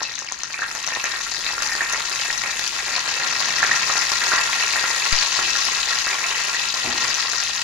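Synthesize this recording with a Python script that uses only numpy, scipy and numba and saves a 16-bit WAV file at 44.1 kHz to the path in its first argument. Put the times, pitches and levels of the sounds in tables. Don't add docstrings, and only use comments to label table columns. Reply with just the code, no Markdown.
import sys
import numpy as np
from scipy import signal
from scipy.fft import rfft, irfft
from scipy.io import wavfile
from scipy.ndimage import uniform_filter1d
from numba import njit

SR = 44100
rng = np.random.default_rng(int(sys.argv[2]) if len(sys.argv) > 2 else 0)


def gain_from_db(level_db):
    decades = np.asarray(level_db, float) / 20
    return 10 ** decades


def persist_wave(psi):
    counts = np.round(np.clip(psi, -1, 1) * 32767).astype(np.int16)
    wavfile.write(sys.argv[1], SR, np.atleast_2d(counts).T)


N = 336483

# (time [s], room rumble [dB], draught on the left port [dB])
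AIR_LEVELS = [(0.0, -58.5, -64), (0.81, -57.5, -66), (1.44, -54, -55), (2.91, -54, -60), (3.27, -50.5, -68),
              (3.76, -49, -61), (4.36, -53, -54), (4.72, -54, -62.5), (5.8, -55.5, -53), (6.2, -55, -61),
              (7.63, -54.5, -58)]
# (frequency [Hz], level [dB per Hz])
RUMBLE_COLOUR = [(12, -31), (20, 4), (103, -3.5), (151, 0), (231, -3), (286, -8.5), (359, -5.5), (600, -10),
                 (780, -30), (1320, -120)]
# (time [s], peak [dB], time to die by 60 dB [s])
KNOCKS = [
    (1.529, -40, 0.32),
    (1.629, -47.5, 0.44),
    (2.429, -38, 0.27),
    (3.599, -37, 0.39),
    (5.378, -35, 0.84),
    (5.639, -39.5, 0.38),
    (6.843, -25, 0.64),
    (7.021, -38.5, 0.51),
]
# (frequency [Hz], level [dB], width [Hz])
ROOM_MODES = [(130, -6.5, 14), (246, 1, 7.3), (324, -12, 55), (368, 1, 14), (475, -4, 23), (745, -1.5, 73),
              (890, -14, 120)]
# (frequency [Hz], time to die by 60 dB [s])
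ECHO_TIMES = [(200, 0.19), (1000, 0.46), (4000, 0.36), (12000, .12)]
# (frequency [Hz], width [Hz], few leaves [dB], many leaves [dB])
PAN_MODES = [(893, 24, -16, -14), (1025, 24, -19, -8), (1106, 32, -12, -6.5), (1388, 18, -1, 1.5),
             (1628, 14.5, -3, 0), (1830, 18, -0.5, -10), (1876, 17, -4.5, 0), (1928, 11.5, -15, -2.5),
             (2637, 23, 3, 3), (3800, 59, -3, -3)]
# (time [s], peak [dB], pitch [Hz], crack above 8 kHz [dB])
SPITS = [(0.024, -16, 4220, -56), (0.0316, -10, 5470, -46), (0.0522, -20, 4090, -56),
         (0.1294, -23, 5670, -47), (0.1393, -21, 3870, -55), (0.154, -14, 6180, -42),
         (0.1831, -22, 5920, -51), (0.1902, -13, 6280, -48), (0.2071, -22, 5480, -53),
         (0.2471, -21, 6380, -52), (0.2883, -18, 4720, -46), (0.3223, -10, 6310, -46),
         (0.3899, -22, 6620, -47), (0.4345, -10, 5910, -44), (0.7272, -21, 6620, -41),
         (0.7513, -15, 6160, -36), (0.7591, -20, 6280, -46), (0.7784, -18, 5020, -49),
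         (0.8285, -17, 6200, -42), (0.8654, -13, 6160, -38), (0.8754, -11, 5600, -40),
         (0.8887, -15, 6440, -40), (0.9363, -18, 5570, -43), (0.9423, -18, 5370, -44),
         (0.9512, -18, 6150, -44), (1.0141, -19, 5850, -42), (1.0415, -10, 6230, -31),
         (1.056, -17, 6160, -38), (1.2106, -18, 5750, -37), (1.2365, -17, 5780, -38),
         (1.2968, -18, 5880, -45), (1.392, -16, 4770, -40), (1.4649, -12, 3960, -42),
         (1.4788, -16, 4600, -43), (1.6227, -12, 6440, -29), (1.6312, -14, 4820, -35),
         (1.6737, -12, 5820, -38), (1.752, -13, 4560, -42), (1.9259, -11, 6070, -26),
         (1.9344, -12, 6050, -32), (2.0562, -16, 6090, -45), (2.0964, -14, 6270, -33),
         (2.2142, -13, 4550, -40), (2.3284, -12, 5340, -35), (2.3772, -14, 5900, -41),
         (2.5737, -16, 6270, -38), (2.5945, -16, 5480, -32), (2.64, -15, 4700, -38),
         (2.6641, -15, 4570, -42), (2.6772, -11, 5610, -28), (2.952, -13, 5100, -40),
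         (2.9627, -10, 4140, -43), (3.0774, -15, 4330, -38), (3.2344, -13, 4300, -44),
         (3.3273, -14, 5580, -39), (3.3643, -13, 5210, -40), (3.3959, -12, 4450, -40),
         (3.4036, -11, 4780, -28), (3.4593, -12, 6020, -39), (3.5706, -12, 5110, -37),
         (3.5854, -12, 5440, -34), (3.717, -13, 5670, -36), (3.76, -11, 5870, -38),
         (3.8743, -13, 5270, -40), (3.9386, -13, 6320, -40), (3.9787, -10, 6090, -31),
         (3.9907, -10, 5200, -40), (4.1183, -9, 5000, -29), (4.2631, -10, 5150, -40),
         (4.2809, -12, 6490, -38), (4.2918, -12, 6030, -32), (4.3609, -12, 5980, -38),
         (5.1267, -7, 4710, -23), (5.1868, -12, 4440, -41), (5.5703, -9, 5810, -37),
         (5.6524, -13, 5130, -22), (5.6658, -13, 4960, -36), (5.9869, -11, 4110, -39),
         (6.7415, -11, 4860, -38), (7.104, -13, 4760, -32), (7.143, -9, 5920, -41),
         (7.1483, -12, 5910, -40), (7.3495, -13, 4900, -46), (7.4023, -12, 5650, -41),
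         (7.4369, -11, 6190, -26)]
# (time [s], peak [dB], pitch [Hz], length [ms])
POPS = [(0.0055, -20, 1770, 3.3), (0.017, -18, 950, 2.3), (0.0514, -20, 2590, 1.8),
        (0.1145, -23, 1940, 1.1), (0.1896, -22, 1920, 1.3), (0.2221, -23, 1050, 1.7),
        (0.2857, -21, 2230, 3.2), (0.4341, -25, 1860, 1.0), (0.5037, -21, 1530, 1.1),
        (0.5417, -14, 2380, 3.4), (0.5914, -15, 1460, 1.8), (0.6193, -11, 1710, 4.4),
        (0.6301, -17, 1350, 3.4), (0.6891, -20, 1880, 1.0), (0.7511, -19, 1650, 1.1),
        (0.877, -21, 1350, 1.7), (0.8877, -18, 1940, 1.9), (0.9215, -19, 1100, 1.5),
        (0.932, -19, 2640, 3.0), (0.9635, -18, 1050, 2.0), (0.9715, -18, 900, 1.6), (1.0, -17, 2540, 2.5),
        (1.0411, -9, 1710, 1.1), (1.0509, -17, 2430, 3.4), (1.1365, -16, 1820, 1.2),
        (1.3454, -17, 1900, 1.6), (1.4646, -14, 2180, 1.1), (1.4764, -17, 2280, 1.8),
        (1.5351, -16, 1740, 1.1), (1.5804, -14, 1470, 1.8), (1.6223, -15, 1550, 1.2),
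        (1.6943, -16, 1940, 2.4), (1.7204, -15, 1830, 4.3), (1.7517, -14, 1630, 1.2),
        (1.8075, -9, 1800, 4.3), (1.8181, -13, 1590, 1.9), (1.9344, -13, 1700, 1.1),
        (1.9458, -13, 2050, 2.0), (2.1146, -17, 1560, 1.2), (2.302, -14, 1890, 2.9),
        (2.4377, -11, 2180, 1.9), (2.4605, -15, 2480, 2.8), (2.5942, -16, 1700, 1.2),
        (2.8713, -17, 1780, 1.1), (2.8819, -14, 2290, 1.5), (2.9537, -11, 2370, 1.7),
        (3.0794, -13, 1590, 1.5), (3.2219, -14, 1960, 2.5), (3.5058, -14, 2230, 3.2),
        (3.5381, -15, 1840, 1.5), (3.6284, -5, 1730, 4.8), (3.6392, -11, 1520, 1.9),
        (3.6945, -14, 1400, 3.0), (3.7133, -8, 1920, 5.1), (3.899, -11, 1160, 2.3),
        (3.9555, -11, 1520, 1.1), (4.0114, -14, 1990, 1.5), (4.1177, -14, 1530, 1.2),
        (4.2187, -12, 1880, 1.3), (4.2259, -13, 2010, 2.8), (4.2335, -14, 1600, 2.5),
        (4.3178, -9, 1500, 3.5), (4.3232, -10, 1760, 2.2), (4.3359, -8, 1110, 2.1), (4.352, -12, 1900, 3.0),
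        (4.3796, -12, 1830, 3.1), (4.5301, -11, 2110, 1.3), (4.5428, -15, 2330, 1.4),
        (4.6246, -11, 2780, 2.4), (4.7362, -9, 2350, 1.3), (4.7589, -11, 1620, 1.2),
        (4.813, -13, 1850, 1.2), (4.8411, -10, 1350, 1.4), (4.9038, -12, 2050, 1.8),
        (5.0205, -13, 2490, 3.9), (5.1262, -8, 2190, 1.5), (5.3903, -10, 1290, 1.4),
        (5.5539, -14, 1800, 3.4), (5.7209, -15, 2130, 1.2), (5.8765, -14, 1830, 1.2),
        (5.9283, -15, 1820, 3.4), (6.0693, -13, 1460, 1.3), (6.0998, -13, 2010, 3.0),
        (6.1296, -13, 2320, 3.1), (6.2409, -12, 2470, 3.9), (6.3055, -15, 2910, 4.1),
        (6.3458, -16, 2960, 3.0), (6.4165, -16, 1900, 1.3), (6.4432, -15, 2770, 1.6),
        (6.4855, -15, 2220, 1.2), (6.5456, -14, 1830, 4.1), (6.7412, -15, 1650, 1.1),
        (7.0426, -13, 1730, 1.1), (7.3339, -15, 1580, 1.8)]
# (time [s], large bubbles [dB], fine fizz [dB], spray [dB])
FRYING = [(0.0, -38, -37.5, -55.5), (0.32, -41.5, -41, -61), (0.51, -40, -38, -55), (0.74, -37.5, -36, -49),
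          (0.93, -30, -34, -51.5), (1.06, -33, -34, -48), (1.42, -31.5, -31, -46.5),
          (1.74, -29.5, -32, -43.5), (2.0, -31, -31, -46), (2.17, -29.5, -29, -43.5),
          (2.44, -31.5, -31, -45.5), (2.74, -30, -30, -45), (3.16, -27.5, -29, -47),
          (3.76, -25.5, -26, -43), (4.14, -26, -26.5, -41.5), (4.72, -27, -26.5, -42),
          (4.97, -26, -27, -40.5), (5.16, -26, -23.5, -44), (5.82, -28, -26, -43.5), (6.2, -27, -28.5, -43),
          (6.5, -29, -27, -44), (6.71, -29.5, -27, -45), (7.03, -25, -26.5, -45), (7.33, -29, -27, -46),
          (7.63, -31, -27, -45.5)]
# (frequency [Hz], level [dB per Hz])
SIZZLE_COLOUR = [(150, -46), (250, -25), (588, -14), (1060, -6.5), (1210, -7.5), (1360, -5), (1470, -8),
                 (1920, -1.5), (2120, -3.5), (2570, 1.5), (3210, -9.5), (4310, -5.5), (6610, -8),
                 (8500, -28.5), (11000, -57), (18700, -120)]
# (frequency [Hz], level [dB per Hz])
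SPRAY_COLOUR = [(4120, -18), (7000, 3.5), (7840, -12.5), (8610, -17.5), (10700, -15.5), (12400, -24.5),
                (15600, -28)]
# (frequency [Hz], left minus right [dB])
PORT_TILT = [(60, 1.5), (92, -0.5), (140, -0.5), (210, 4), (330, -2.5), (500, 3), (770, -0.5), (1170, -0.5),
             (1790, 3.5), (2740, -1), (4190, 8), (6410, 20.5), (9810, -12.5), (15000, -7)]
# (time [s], level [dB], recovery [s])
JOLT = (5.1265, -12, 0.03)


def evened(x):
    return x / np.sqrt(np.mean(x ** 2) + 1e-20)


def read(points, hz):
    f, value = np.transpose(points)
    return np.interp(np.log(hz + 1), np.log(f + 1), value)


def curve(table, column):
    rows = np.array(table)
    return np.interp(np.arange(N) / SR, rows[:, 0], rows[:, column])


def drift(hz):
    span = max(int(SR / hz / 2), 1)
    smooth = uniform_filter1d(uniform_filter1d(rng.standard_normal(N), span), span)
    return evened(smooth - uniform_filter1d(smooth, int(span * 4.5)))


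def coloured(x, points, lo_hz, hi_hz):
    z, hz = rfft(x), np.fft.rfftfreq(N, 1 / SR)
    own = np.sqrt(uniform_filter1d((abs(z) ** 2).mean(0), size=3000)) + 1e-9
    edges = 1 / np.sqrt((1 + (lo_hz / (hz + 1)) ** 12) * (1 + (hz / hi_hz) ** 12))
    return evened(irfft(z / own * gain_from_db(read(points, hz)) * edges, N))


def room_modes(x):
    hz = np.fft.rfftfreq(N, 1 / SR)
    response = sum(gain_from_db(db) / (1 + 2j * (hz - f) / width) for f, db, width in ROOM_MODES)
    return irfft(rfft(x) * response, N)


def rumble():
    noise = rng.standard_normal(N) + 0.45 * rng.standard_normal((2, N))
    room = coloured(noise, RUMBLE_COLOUR, 69.0, 480.0)
    room = room + gain_from_db(3.0) * room_modes(room)
    draught = coloured(noise, RUMBLE_COLOUR, 18.0, 55.0) * gain_from_db([[1.5], [-2.5]])
    return gain_from_db(curve(AIR_LEVELS, 1) - 0.5) * room + gain_from_db(curve(AIR_LEVELS, 2) + 1.0) * draught


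def knocks():
    t = np.arange(N) / SR
    drive = np.zeros(N)
    for s, db, t60 in KNOCKS:
        drive += gain_from_db(db - 60 * np.maximum(t - s, 0) / t60) * (t > s)
    noise = rng.standard_normal(N) + 0.23 * rng.standard_normal((2, N))
    return gain_from_db(18.0) * room_modes(drive * noise)


def kitchen(x):
    taps = np.zeros((6, SR // 2))
    at = np.arange(120, SR // 2 - 20, 20) + rng.integers(0, 20, (6, (SR // 2 - 121) // 20))
    np.put_along_axis(taps, at, rng.choice([-1.0, 1.0], at.shape), 1)
    hz, t, z = signal.stft(taps, SR, nperseg=256)
    fade = gain_from_db(-60 * t / read(ECHO_TIMES, hz)[:, None])
    tail = signal.istft(z * fade, SR, nperseg=256)[1]
    tail = tail.reshape(3, 2, -1) / np.linalg.norm(tail[0])
    turn = 2 * np.pi * (np.arange(N) / SR * 5.5 + np.arange(3)[:, None, None] / 3)
    parts = x * np.sqrt(2 / 3) * np.cos(turn)
    return signal.fftconvolve(parts, tail, axes=2).sum(0)[:, :N]


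def pan_ring(x):
    hz = np.fft.rfftfreq(N, 1 / SR)
    load = np.interp(np.arange(N) / SR, [0.8, 4.5], [0, 1])
    few, many = rfft(x.mean(0) * (1 - load)), rfft(x.mean(0) * load)
    out = np.zeros((2, len(hz)), complex)
    for f, width, few_db, many_db in PAN_MODES:
        mode = (gain_from_db(few_db) * few + gain_from_db(many_db) * many) / (1 + 2j * (hz - f) / width)
        phase = rng.choice([-1.0, 1.0]) * rng.uniform(0.55, 0.62)
        out += mode * np.exp(1j * phase * np.array([[1], [-1]]))
    return irfft(out, N)


@njit
def bursts(s, left, right, hz, tau, rise, glide, lag):
    out = np.zeros((2, N + 8192))
    for k in range(len(s)):
        start = int(s[k] * SR)
        length = min(int((6 * tau[k] + abs(lag[k])) * SR) + 2, 8000)
        for i in range(length):
            for c in range(2):
                t = (start + i) / SR - s[k] - max(lag[k] * (1 - 2 * c), 0.0)
                if t > 0:
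                    fade = np.exp(-t / tau[k])
                    cycles = hz[k] * (t + glide * tau[k] * (t / tau[k] - 1 + fade))
                    shape = (1 - np.exp(-t / (rise * tau[k]))) * fade
                    size = left[k] if c == 0 else right[k]
                    out[c, start + i] += size * shape * np.sin(2 * np.pi * cycles)
    return out[:, :N]


def spits():
    s, db, hz, crack_db = np.transpose(SPITS)
    u = rng.random((len(s), 3)).T
    lag = 0.00012 * (u[0] - 0.2)
    body, crack, tick = -gain_from_db(db + 11.0), gain_from_db(crack_db + 9.5), -gain_from_db(db - 2.0)
    crack_hz = 10500.0 * (0.88 + 0.26 * u[1])
    tick_hz = 1530.0 * (0.52 + 1.2 * u[2])
    return (bursts(s - 0.0001, body, body, hz, 2.9 / hz, 0.66, 0.031, lag)
            + bursts(s - 0.0001, crack, crack, crack_hz, 6.3 / crack_hz, 0.22, 0.04, lag)
            + bursts(s - 0.0001, tick, tick, tick_hz, 0.8 / tick_hz, 0.64, 0.04, lag))


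def pops():
    s, db, hz, length_ms = np.transpose(POPS)
    side = gain_from_db(-1.1 + 0.61 * rng.standard_normal(len(s)))
    left, right = -gain_from_db(db + 4.0) * side, -gain_from_db(db + 4.0) / side
    lag = np.full(len(s), 0.00006)
    tau = np.maximum(length_ms, 0.3) * 0.00069
    note = bursts(s - 0.0002, left, right, hz * 0.85, tau, 0.36, 0.286, lag)
    suck_hz, suck_tau = 363.0 + hz * 0.22, np.minimum(tau, 0.0009)
    suck = bursts(s - 0.0002, left, right, suck_hz, suck_tau, 0.86, 0.36, lag)
    return note + gain_from_db(-7.0) * suck


def boiling(busy, slow_db, quick_db):
    clumps = gain_from_db((slow_db + quick_db) / busy ** 0.3)
    return busy * clumps / clumps.mean()


def splutter(events, level_db, over_db, fade_s):
    s, db = np.transpose(events)[:2]
    at = (s * SR).astype(int)
    kicks = np.zeros(N)
    kicks[at] = np.minimum(gain_from_db(2 * (db - level_db[at] - over_db)), 5.5)
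    return signal.lfilter([1], [1, -np.exp(-1 / (fade_s * SR))], kicks)


def swarm(clumps, per_s, spread_db, lo_hz, hi_hz, turns, pan_db, lag_s):
    s = np.flatnonzero(rng.random(N) < per_s / SR * clumps) / SR
    u = rng.random((5, len(s)))
    size = gain_from_db(spread_db * np.minimum(-np.log(1 - u[0]), 4.2))
    hz = lo_hz * (hi_hz / lo_hz) ** u[1]
    side = gain_from_db(pan_db * (u[2] - 0.5))
    tau = turns * (0.31 + 0.92 * u[3]) / hz
    return bursts(s, size * side, size / side, hz, tau, 0.29, 0.11, lag_s * (u[4] - 0.27))


def large_bubbles(busy, slow, quick):
    clumps = boiling(busy, 1.8 * slow, 3.5 * quick)
    clumps = clumps + busy * splutter(POPS, curve(FRYING, 1), over_db=15.0, fade_s=0.03)
    x = swarm(clumps, 1800.0, spread_db=3.5, lo_hz=343.0, hi_hz=3600.0, turns=0.86, pan_db=6.0, lag_s=0.00028)
    return gain_from_db(curve(FRYING, 1) - 1.5) * coloured(x / busy ** 0.5, SIZZLE_COLOUR, 220.0, 2245.0)


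def fine_fizz(busy, slow, quick):
    clumps = boiling(busy, 1.3 * slow + 1.1 * drift(14.0), 2.5 * quick + 2.5 * drift(70.0))
    clumps = clumps + busy * splutter(SPITS, curve(FRYING, 2), over_db=21.0, fade_s=0.018)
    x = swarm(clumps, 4000.0, spread_db=4.0, lo_hz=2550.0, hi_hz=9160.0, turns=2.1, pan_db=4.5, lag_s=0.00017)
    return gain_from_db(curve(FRYING, 2) + 2.5) * coloured(x / busy ** 0.5, SIZZLE_COLOUR, 3089.0, 11300.0)


def fine_spray(busy, slow, quick):
    clumps = boiling(busy ** 0.4, 0.87 * slow + 1.4 * drift(14.0), 2.1 * quick + 2.2 * drift(70.0))
    x = swarm(clumps, 9000.0, spread_db=4.0, lo_hz=6630.0, hi_hz=16600.0, turns=1.26, pan_db=10.0, lag_s=0.0002)
    return gain_from_db(curve(FRYING, 3) + 8.0) * coloured(x / busy ** 0.2, SPRAY_COLOUR, 7730.0, 14960.0)


def sizzle():
    busy = gain_from_db(1.2 * (uniform_filter1d(curve(FRYING, 2), size=SR // 3) + 28.0))
    slow, quick = drift(14.0), drift(60.0)
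    large = large_bubbles(busy, slow, quick)
    return large, fine_fizz(busy, slow, quick) + fine_spray(busy, slow, quick)


def scene():
    large, fine = sizzle()
    low = large + pops()
    oil = low + fine + spits()
    ring = gain_from_db(2.5) * pan_ring(low + gain_from_db(-3.5) * oil)
    pan = oil + ring
    return pan + gain_from_db(-8.5) * kitchen(pan) + knocks() + rumble()


def low_pass(x):
    return signal.sosfilt(signal.butter(12, 15720, fs=SR, output="sos"), x)


def record(dry):
    hz = np.fft.rfftfreq(N, 1 / SR)
    tilt_db = read(PORT_TILT, hz)
    ports = gain_from_db([tilt_db / 2, -tilt_db / 2])
    ports = ports / np.sqrt((ports ** 2).mean(0))
    x = irfft(rfft(dry) * ports * (hz < 15700), N)
    s, db, recovery = JOLT
    t = np.maximum(np.arange(N) / SR - s, 0)
    x[0] -= gain_from_db(db) * (1 - np.exp(-t / 0.00024)) * np.exp(-t / recovery)
    mix = np.clip(x, -1, 1)
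    return low_pass(mix)


dry = scene()
out = record(dry)
persist_wave(out)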